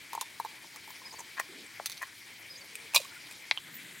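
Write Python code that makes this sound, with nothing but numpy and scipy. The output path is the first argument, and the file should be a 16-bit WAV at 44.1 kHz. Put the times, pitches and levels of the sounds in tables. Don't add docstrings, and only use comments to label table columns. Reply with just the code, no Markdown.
import sys
import numpy as np
from scipy import signal
from scipy.fft import rfft, irfft
from scipy.io import wavfile
from scipy.ndimage import uniform_filter1d

SR = 44100
rng = np.random.default_rng(int(sys.argv[2]) if len(sys.argv) > 2 else 0)


def wav_out(sig):
    wavfile.write(sys.argv[1], SR, np.round(np.clip(np.atleast_2d(sig).T, -1, 1) * 32767).astype(np.int16))


N = 176400
TIME = np.arange(N) / SR


def from_db(db):
    return 10 ** (np.asarray(db) / 20)


def unit_rms(x):
    return x / np.sqrt(np.mean(x ** 2) + 1e-20)


def decay(t, t60_s):
    return np.exp(-np.log(1000) * t / t60_s)


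def add(out, start_s, sound, pan_db=0):
    i = max(int(start_s * SR), 0)
    part = sound[:N - i]
    out[:, i:i + len(part)] += from_db([[pan_db / 2], [-pan_db / 2]]) * part


def stereo(mid, side, width):
    return np.array([mid + width * side, mid - width * side])


def colour(points):
    hz, db = np.transpose(points)
    bin_hz = np.maximum(np.arange(N // 2 + 1) * SR / N, 1)
    return from_db(np.interp(np.log(bin_hz), np.log(hz), db))


def noise(spectrum):
    return unit_rms(irfft(rfft(rng.standard_normal(N)) * colour(spectrum), N))


def band_swell(source, length_s, band_hz):
    u = np.linspace(0, 1, int(length_s * SR))
    band = signal.sosfilt(signal.butter(2, band_hz, "band", fs=SR, output="sos"), source)
    return np.sin(np.pi * u) * unit_rms(band)[-len(u):]


def glides(rows, offset_s=0):
    out = np.zeros((2, N))
    for start_s, length_s, first_hz, mid_hz, last_hz, db, *rasp_hz in rows:
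        u = np.linspace(0, 1, int(length_s * SR))
        shiver = unit_rms(uniform_filter1d(rng.standard_normal(N // 40), size=30))[:len(u)]
        bend_hz = np.polyval(np.polyfit([0, .5, 1], [first_hz, mid_hz, last_hz], 2), u)
        phase = 2 * np.pi * np.cumsum(bend_hz + sum(rasp_hz) * shiver) / SR
        add(out, offset_s + start_s, from_db(db) * np.sin(np.pi * u) ** 2 * np.sin(phase))
    return out


def echoes(x, db, t60_s, delay_s=0.003964):
    t = TIME[:N // 8]
    envelope = decay(t, t60_s) * (t > delay_s)
    scatter = stereo(*rng.standard_normal((2, len(t))), width=0.23)
    response = scatter * envelope / np.sqrt(np.sum(envelope ** 2))
    return from_db(db) * signal.fftconvolve(x, response, axes=1)[:, :N]


# frequency in Hz, side gain in dB ahead of the width factor.
HISS_SIDE = [(60, -21), (110, -24.5), (380, -8.5), (700, -4), (1300, -11.5), (2400, -9), (4400, -13.5),
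             (8000, -29.5), (15000, -26)]
# frequency in Hz, pan in dB.
HISS_PAN = [(60, -0.5), (200, 2.5), (700, -2.5), (1290, 6.5), (2380, 3.5), (4400, -1.5), (15000, 1)]


def hiss(spectrum, bands=12, flicker_db=2.5, step_s=.03):
    mid = rfft(noise(spectrum))
    side = rfft(noise(spectrum)) * colour(HISS_SIDE)
    lean = np.sqrt(colour(HISS_PAN))
    bins = stereo(mid, side, width=0.76) * np.array([lean, 1 / lean])
    band_position = np.linspace(0, 1, N // 2 + 1) ** .5 * bands
    steps_s = np.arange(N // 100) * step_s
    out = 0
    for k in range(bands):
        flicker = np.interp(TIME, steps_s, rng.standard_normal(len(steps_s)))
        band = irfft(bins * np.maximum(1 - abs(band_position - k), 0), N)
        out = out + from_db(flicker_db * min(k / 2, 1) * flicker) * band
    return out


# frequency in Hz, relative density in dB.
WATER_SPECTRUM = [(18, -57), (30, -31), (106, -5), (245, -7.5), (311, -4), (461, -11.5), (760, -12),
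                  (937, -7.5), (1250, -11.5), (2290, 3), (2750, -8), (3140, -3.5), (3490, -6.5),
                  (4780, -6.5), (6550, -13), (9220, -13), (12600, -20), (14800, -18), (16000, -21)]
LATE_WATER_SPECTRUM = [(30, -22), (70, -19), (130, 0.5), (300, -2), (450, -9), (700, -13.5), (1300, -9.5),
                       (1600, -1.5), (2100, 2), (2750, -5.5), (3500, -3.5), (5000, -12.5), (5600, -16),
                       (7500, -8.5), (10000, -13.5), (13000, -15), (16000, -21)]
# time in seconds, gain in dB.
WATER_GAIN = [(0, -50.5), (.7, -51.5), (1.4, -50.5), (2.2, -51.5), (2.9, -50), (3.1, -50), (3.55, -51.5),
              (3.62, -50.5), (4, -50)]


def running_water(switch_s=3.6):
    gain = from_db(np.interp(TIME, *np.transpose(WATER_GAIN)))
    return gain * np.where(TIME < switch_s, hiss(WATER_SPECTRUM), hiss(LATE_WATER_SPECTRUM))


# start in seconds, length in seconds, level in dB, low and high band edge in Hz.
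LAPS = [(1.471, 0.21, -54, 219, 412), (2.474, .22, -65, 490, 570), (2.681, .24, -62.5, 416, 480)]


def laps():
    out = np.zeros((2, N))
    for start_s, length_s, db, *band_hz in LAPS:
        add(out, start_s, from_db(db) * band_swell(rng.standard_normal(N), length_s, band_hz))
    return out


# start in seconds, length in seconds, first, middle and last pitch in Hz, level in dB.
DRIPS = [(1.488, 0.025, 360, 352, 335, -47), (2.992, 0.024, 826, 570, 444, -39.5),
         (3.048, 0.012, 1080, 1126, 1150, -43.5), (3.115, 0.014, 1410, 1430, 1450, -49.5),
         (3.155, 0.03, 1400, 1430, 1430, -47)]


def drips():
    return glides(DRIPS)


# start in seconds, level in dB.
CHIRPS = [(3.7275, -51), (3.7395, -42), (3.7512, -38), (3.7637, -38)]


def insect(length_s=.009, pitches_hz=(15800, 14600, 13700)):
    run = glides([(start_s, length_s, *pitches_hz, db) for start_s, db in CHIRPS])
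    return run + echoes(run, db=-7, t60_s=.09)


PHRASES = [(1.046,), (2.494,)]
# offset and length in seconds, first, middle and last pitch in Hz, level in dB, rasp in Hz.
BIRD_NOTES = [(-.004, 0.049, 4850, 5046, 4750, -41.5, 30), (.056, 0.024, 4950, 4900, 5500, -43.5, 120),
              (.07, .036, 5600, 6600, 6240, -49, 400), (.11, .028, 4800, 4560, 4330, -46.5, 50)]


def bird():
    song = sum(glides(BIRD_NOTES, start_s) for start_s, in PHRASES)
    return song + echoes(song, db=-11.5, t60_s=.14)


# time in seconds, level in dB.
CRACKLE_LEVEL = [(0, -61.5), (.9, -59.5), (1.5, -64), (2.04, -59.5), (2.3, -63), (2.93, -62), (2.99, -45.5),
                 (3.07, -57), (3.15, -63.5), (3.32, -56.5), (3.5, -60.5), (4, -59.5)]


def wet_crackle(bursts_per_s=2200, size_spread_db=2, t60_cycles=22, range_hz=(1880, 11930), pitches=16):
    sizes = from_db(size_spread_db * np.minimum(rng.exponential(1, N), 5)) * rng.choice([-1, 1], N)
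    bursts = sizes * (rng.random(N) < bursts_per_s / SR)
    pitch_index = rng.integers(0, pitches, N)
    out = 0
    for k, hz in enumerate(np.geomspace(*range_hz, pitches)):
        radius, angle = decay(1 / SR, t60_cycles / hz), 2 * np.pi * hz / SR
        resonator = [np.sin(angle), 0, -np.sin(angle)], [1, -2 * radius * np.cos(angle), radius ** 2]
        out = out + signal.lfilter(*resonator, bursts * (pitch_index == k) + 1e-18)
    return from_db(np.interp(TIME, *np.transpose(CRACKLE_LEVEL))) * unit_rms(out)


# start in seconds, length in seconds, level in dB, low and high band edge in Hz.
SCRAPES = [(.875, .06, -57, 13000, 15800), (1.179, 0.033, -47.5, 6100, 8000),
           (1.66, 0.011, -50.5, 7600, 8300), (2.165, .05, -59, 11000, 15500),
           (2.365, .07, -60, 9500, 15500), (2.638, .03, -56, 11000, 14000),
           (0.397, 0.0059, -43, 10500, 15800)]


def scrapes(slips_per_s=570):
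    out, size = np.zeros((2, N)), N // 10
    for start_s, length_s, db, *band_hz in SCRAPES:
        slips = rng.choice([-1, 1], size) * (rng.random(size) < slips_per_s / SR)
        add(out, start_s, from_db(db) * band_swell(slips + 1e-18, length_s, band_hz))
    return out


# start in seconds, level in dB, pitch in Hz, t60 in cycles, pan in dB.
POPS = [(1.3993, -26, 840, 2.9, 0), (1.798, -31, 1500, 5.6, 3), (1.7992, -26, 760, 4.9, 2),
        (2.7542, -30, 2450, 29, 1), (2.7552, -28, 8400, 52, 1), (3.5114, -9, 3930, 7.3, 1),
        (3.5127, -10.5, 2190, 12.3, 3.5), (3.5125, -24, 950, 5.4, 0), (3.5748, -20.5, 3080, 18, -4),
        (3.5747, -32, 1190, 4, 0.5)]


def flesh_pops(rise_cycles=0.77):
    out, t = np.zeros((2, N)), TIME[:N // 40]
    for start_s, db, hz, t60_cycles, pan_db in POPS:
        envelope = (1 - np.exp(-t * hz / rise_cycles)) * decay(t, t60_cycles / hz)
        add(out, start_s, from_db(db) * envelope / envelope.max() * np.sin(2 * np.pi * hz * t), pan_db)
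    return out


def ring(t, modes, pitch_ratio=1, treble_db=0, treble_hz=3000, spread_db=2, detune=.012):
    out = 0
    for k, (hz, db, t60_s) in enumerate(modes):
        strength, shift = rng.standard_normal(2)
        is_treble = hz > treble_hz
        gain = (-1) ** k * from_db(db + spread_db * strength + is_treble * treble_db)
        tuned_hz = hz * pitch_ratio * (1 + is_treble * detune * shift)
        out = out + gain * decay(t, t60_s) * np.sin(2 * np.pi * tuned_hz * t)
    return out


# frequency in Hz, relative density in dB.
GRIT_SPECTRUM = [(300, -26), (1000, -5.5), (2000, -2.5), (4000, -0.5), (6000, 1.5), (8500, 2.5),
                 (12000, -0.5), (16000, -2.5)]


def contacts(rows, modes, rise_s, clump_db=4, tail_db=-24):
    out, t = np.zeros((2, N)), TIME[:N // 24]
    clumps = unit_rms(uniform_filter1d(rng.standard_normal(N), size=16))
    grit = unit_rms(noise(GRIT_SPECTRUM) * from_db(clump_db * np.tanh(clumps)))
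    crush = .5 * (decay(t, t60_s=0.013) + from_db(tail_db) * decay(t, t60_s=0.058))
    attack = 1 - np.exp(-t / rise_s)
    for start_s, ring_db, grit_db, pan_db, *tone in rows:
        body = from_db(ring_db) * ring(t, modes, *tone)
        crunch = from_db(grit_db) * crush * np.roll(grit, -int(start_s * SR))[:len(t)]
        add(out, start_s, (body + crunch) * attack, pan_db)
    return out


# frequency in Hz, gain in dB, t60 in seconds.
CLOSED_MODES = [(530, -15, 0.019), (734, -14, 0.0046), (950, .5, 0.027), (1260, -27, 0.005),
                (1650, -13, 0.013), (4100, -19, 0.021), (6060, -23, 0.018)]
# start in seconds, length in seconds, level in dB.
DRAGS = [(0.099, 0.11, -56), (.46, 0.14, -58), (0.737, 0.052, -54.5), (0.868, 0.073, -60.5),
         (1.012, 0.11, -58.5), (1.12, 0.034, -46.5), (1.174, 0.055, -48)]


def shell_drags(slips_per_s=1300):
    out, t = np.zeros((2, N)), TIME[:N // 40]
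    body = sum(from_db(db) * np.sin(2 * np.pi * hz * t) * decay(t, t60) for hz, db, t60 in CLOSED_MODES)
    slips = rng.standard_normal(N) * (rng.random(N) < slips_per_s / SR)
    rub = unit_rms(signal.fftconvolve(slips, body)[:N])
    for start_s, length_s, db in DRAGS:
        u = np.linspace(0, 1, int(length_s * SR))
        add(out, start_s, from_db(db) * np.sin(np.pi * u) * np.roll(rub, -int(start_s * SR))[:len(u)])
    return out


# start in seconds, ring gain, grit gain and pan in dB, pitch ratio.
KNOCKS = [(.1315, -28, -26, 3, 1.02), (.139, -32, -52, 0, 1.04), (.1502, -25, -25.5, 0, 0.98),
          (.1772, -29.5, -48, 0, 0.98), (.2135, -27, -36, 1.5, 1.05), (.225, -31.5, -36, -2, 0.96),
          (.3995, -20.5, -34, 1.5, 0.99), (.4485, -22, -32, -2.5, 0.95), (.459, -33.5, -56, -6, 1),
          (.644, -44.5, -63, 8, 0.99), (.760, -42, -29.5, 1, 1.22), (.877, -38.5, -38, 0, 0.94),
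          (.904, -37.5, -35, 3, 1.03), (1.017, -41, -57, 3, 1.08), (1.191, -41, -35, 4, 1.01),
          (1.2045, -40, -30.5, 0, 0.98)]


def shell_knocks():
    return contacts(KNOCKS, CLOSED_MODES, rise_s=.00051)


# frequency in Hz, gain in dB, t60 in seconds.
KNIFE_MODES = [(1500, -21, 0.01), (2460, -14, 0.017), (3300, -14, 0.011), (3650, -10.5, 0.036),
               (4040, -7.5, 0.018), (4500, -8, 0.023), (5430, -11.5, 0.014), (6180, -6, 0.014),
               (10250, -12, 0.012), (13300, -15, .01), (14700, -16, 0.0087)]
# start in seconds, ring gain, grit gain and pan in dB.
KNIFE_CLICKS = [(.211, -28.5, -19, -2.5), (.214, -50, -27, 2), (1.8587, -23, -18, -2), (1.862, -54, -24, 0),
                (1.8685, -28, -37, -1), (1.8735, -37, -45, 4), (1.8977, -31, -27.5, -2.5),
                (1.9075, -36, -44, -1), (1.918, -30.5, -36, -4), (1.9235, -36, -42, 2),
                (1.928, -38, -48, -4), (1.944, -42, -55, -5), (1.9715, -40, -50, 0), (1.9775, -35, -47, -4)]


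def knife_clicks():
    return contacts(KNIFE_CLICKS, KNIFE_MODES, rise_s=.0001)


def blade_ring(start_s=.212, db=-49, hz=3560, t60_s=0.28):
    out, t = np.zeros((2, N)), TIME[:N // 16]
    add(out, start_s, from_db(db) * np.sin(2 * np.pi * hz * t) * decay(t, t60_s))
    return out


# start in seconds, length in seconds, first, middle and last pitch in Hz, level in dB.
SQUEAKS = [(1.2, 0.013, 6350, 6130, 5900, -42)]


def blade_squeak():
    return glides(SQUEAKS)


# frequency in Hz, gain in dB, t60 in seconds.
SEAM_MODES = [(667, -13, 0.016), (1066, -5, 0.024), (1400, -11.5, 0.021), (1680, -6, 0.03),
              (1898, 0, 0.019), (2450, -6.5, 0.016), (4250, -23, .03), (6520, -14, 0.012)]
# start in seconds, ring gain, grit gain and pan in dB.
LEVERS = [(1.369, -37, -52, -2), (1.377, -32, -43, 6), (1.3825, -29, -56, 4), (1.393, -34, -40, 14),
          (1.3965, -25, -20.5, -4), (1.398, -19, -25, 1), (1.411, -37, -57, -2), (2.013, -37, -52, 3),
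          (2.017, -27, -42, 2.5), (2.021, -44, -25, 1.5), (2.027, -26, -32, 0), (2.032, -29, -43, -1)]


def levering():
    return contacts(LEVERS, SEAM_MODES, rise_s=.001)


# frequency in Hz, gain in dB, t60 in seconds.
OPEN_MODES = [(618, -24, 0.04), (935, -16, 0.031), (1150, -16.5, 0.017), (2314, -12.5, 0.022),
              (2500, -8, 0.048), (2690, -12, 0.022), (2860, -16, .025), (3370, -15, 0.015),
              (3550, -13, 0.027), (3760, -8, 0.021), (3990, -5, 0.016), (4180, -9, 0.016),
              (4750, -15.5, 0.028), (5550, -18, 0.01), (7400, -18.5, 0.019)]
# start in seconds, ring gain, grit gain and pan in dB, pitch ratio, treble ring gain in dB.
CRACKS = [(2.7541, -59, -28.5, 2.5, 1, 0), (2.9362, -27, -32, 0, 1.02, -14),
          (2.9457, -13, -16, 2.5, 0.98, -12), (2.949, -33, -10.5, -4, 0.98, 0),
          (2.9537, -24, -14.5, -1, 1.03, 2), (2.9594, -14.5, -11, -3.5, 0.98, 5),
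          (2.9612, -11, -16, -4, 1, 5), (2.9685, -13, -26, 0, 1, 2), (2.9772, -28, -23, -4, 1.02, -1.5),
          (3.002, -50, -35, -7, 0.88, 0), (3.015, -36, -39, -4, .96, -4), (3.048, -43, -37, -2, .97, 0),
          (3.311, -38, -31.5, 3, 1, -10), (3.324, -61, -35.5, 5, 1, 0)]


def shell_cracks():
    return contacts(CRACKS, OPEN_MODES, rise_s=.0001)


def scene(low_cut_hz=344):
    work = shell_knocks() + levering() + knife_clicks() + shell_cracks()
    work += shell_drags() + scrapes() + blade_squeak() + blade_ring() + flesh_pops()
    work = signal.sosfilt(signal.butter(2, low_cut_hz, "high", fs=SR, output="sos"), work)
    rocks = echoes(work, db=-9.5, t60_s=0.035)
    bank = echoes(work, db=-23.5, t60_s=0.39)
    pond = bird() + laps() + running_water() + drips() + insect()
    return work + rocks + bank + wet_crackle() + pond


def record(dry, cutoff_hz=16000):
    return signal.sosfilt(signal.ellip(10, .1, 80, cutoff_hz, fs=SR, output="sos"), dry)


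dry = scene()
out = record(dry)
wav_out(out)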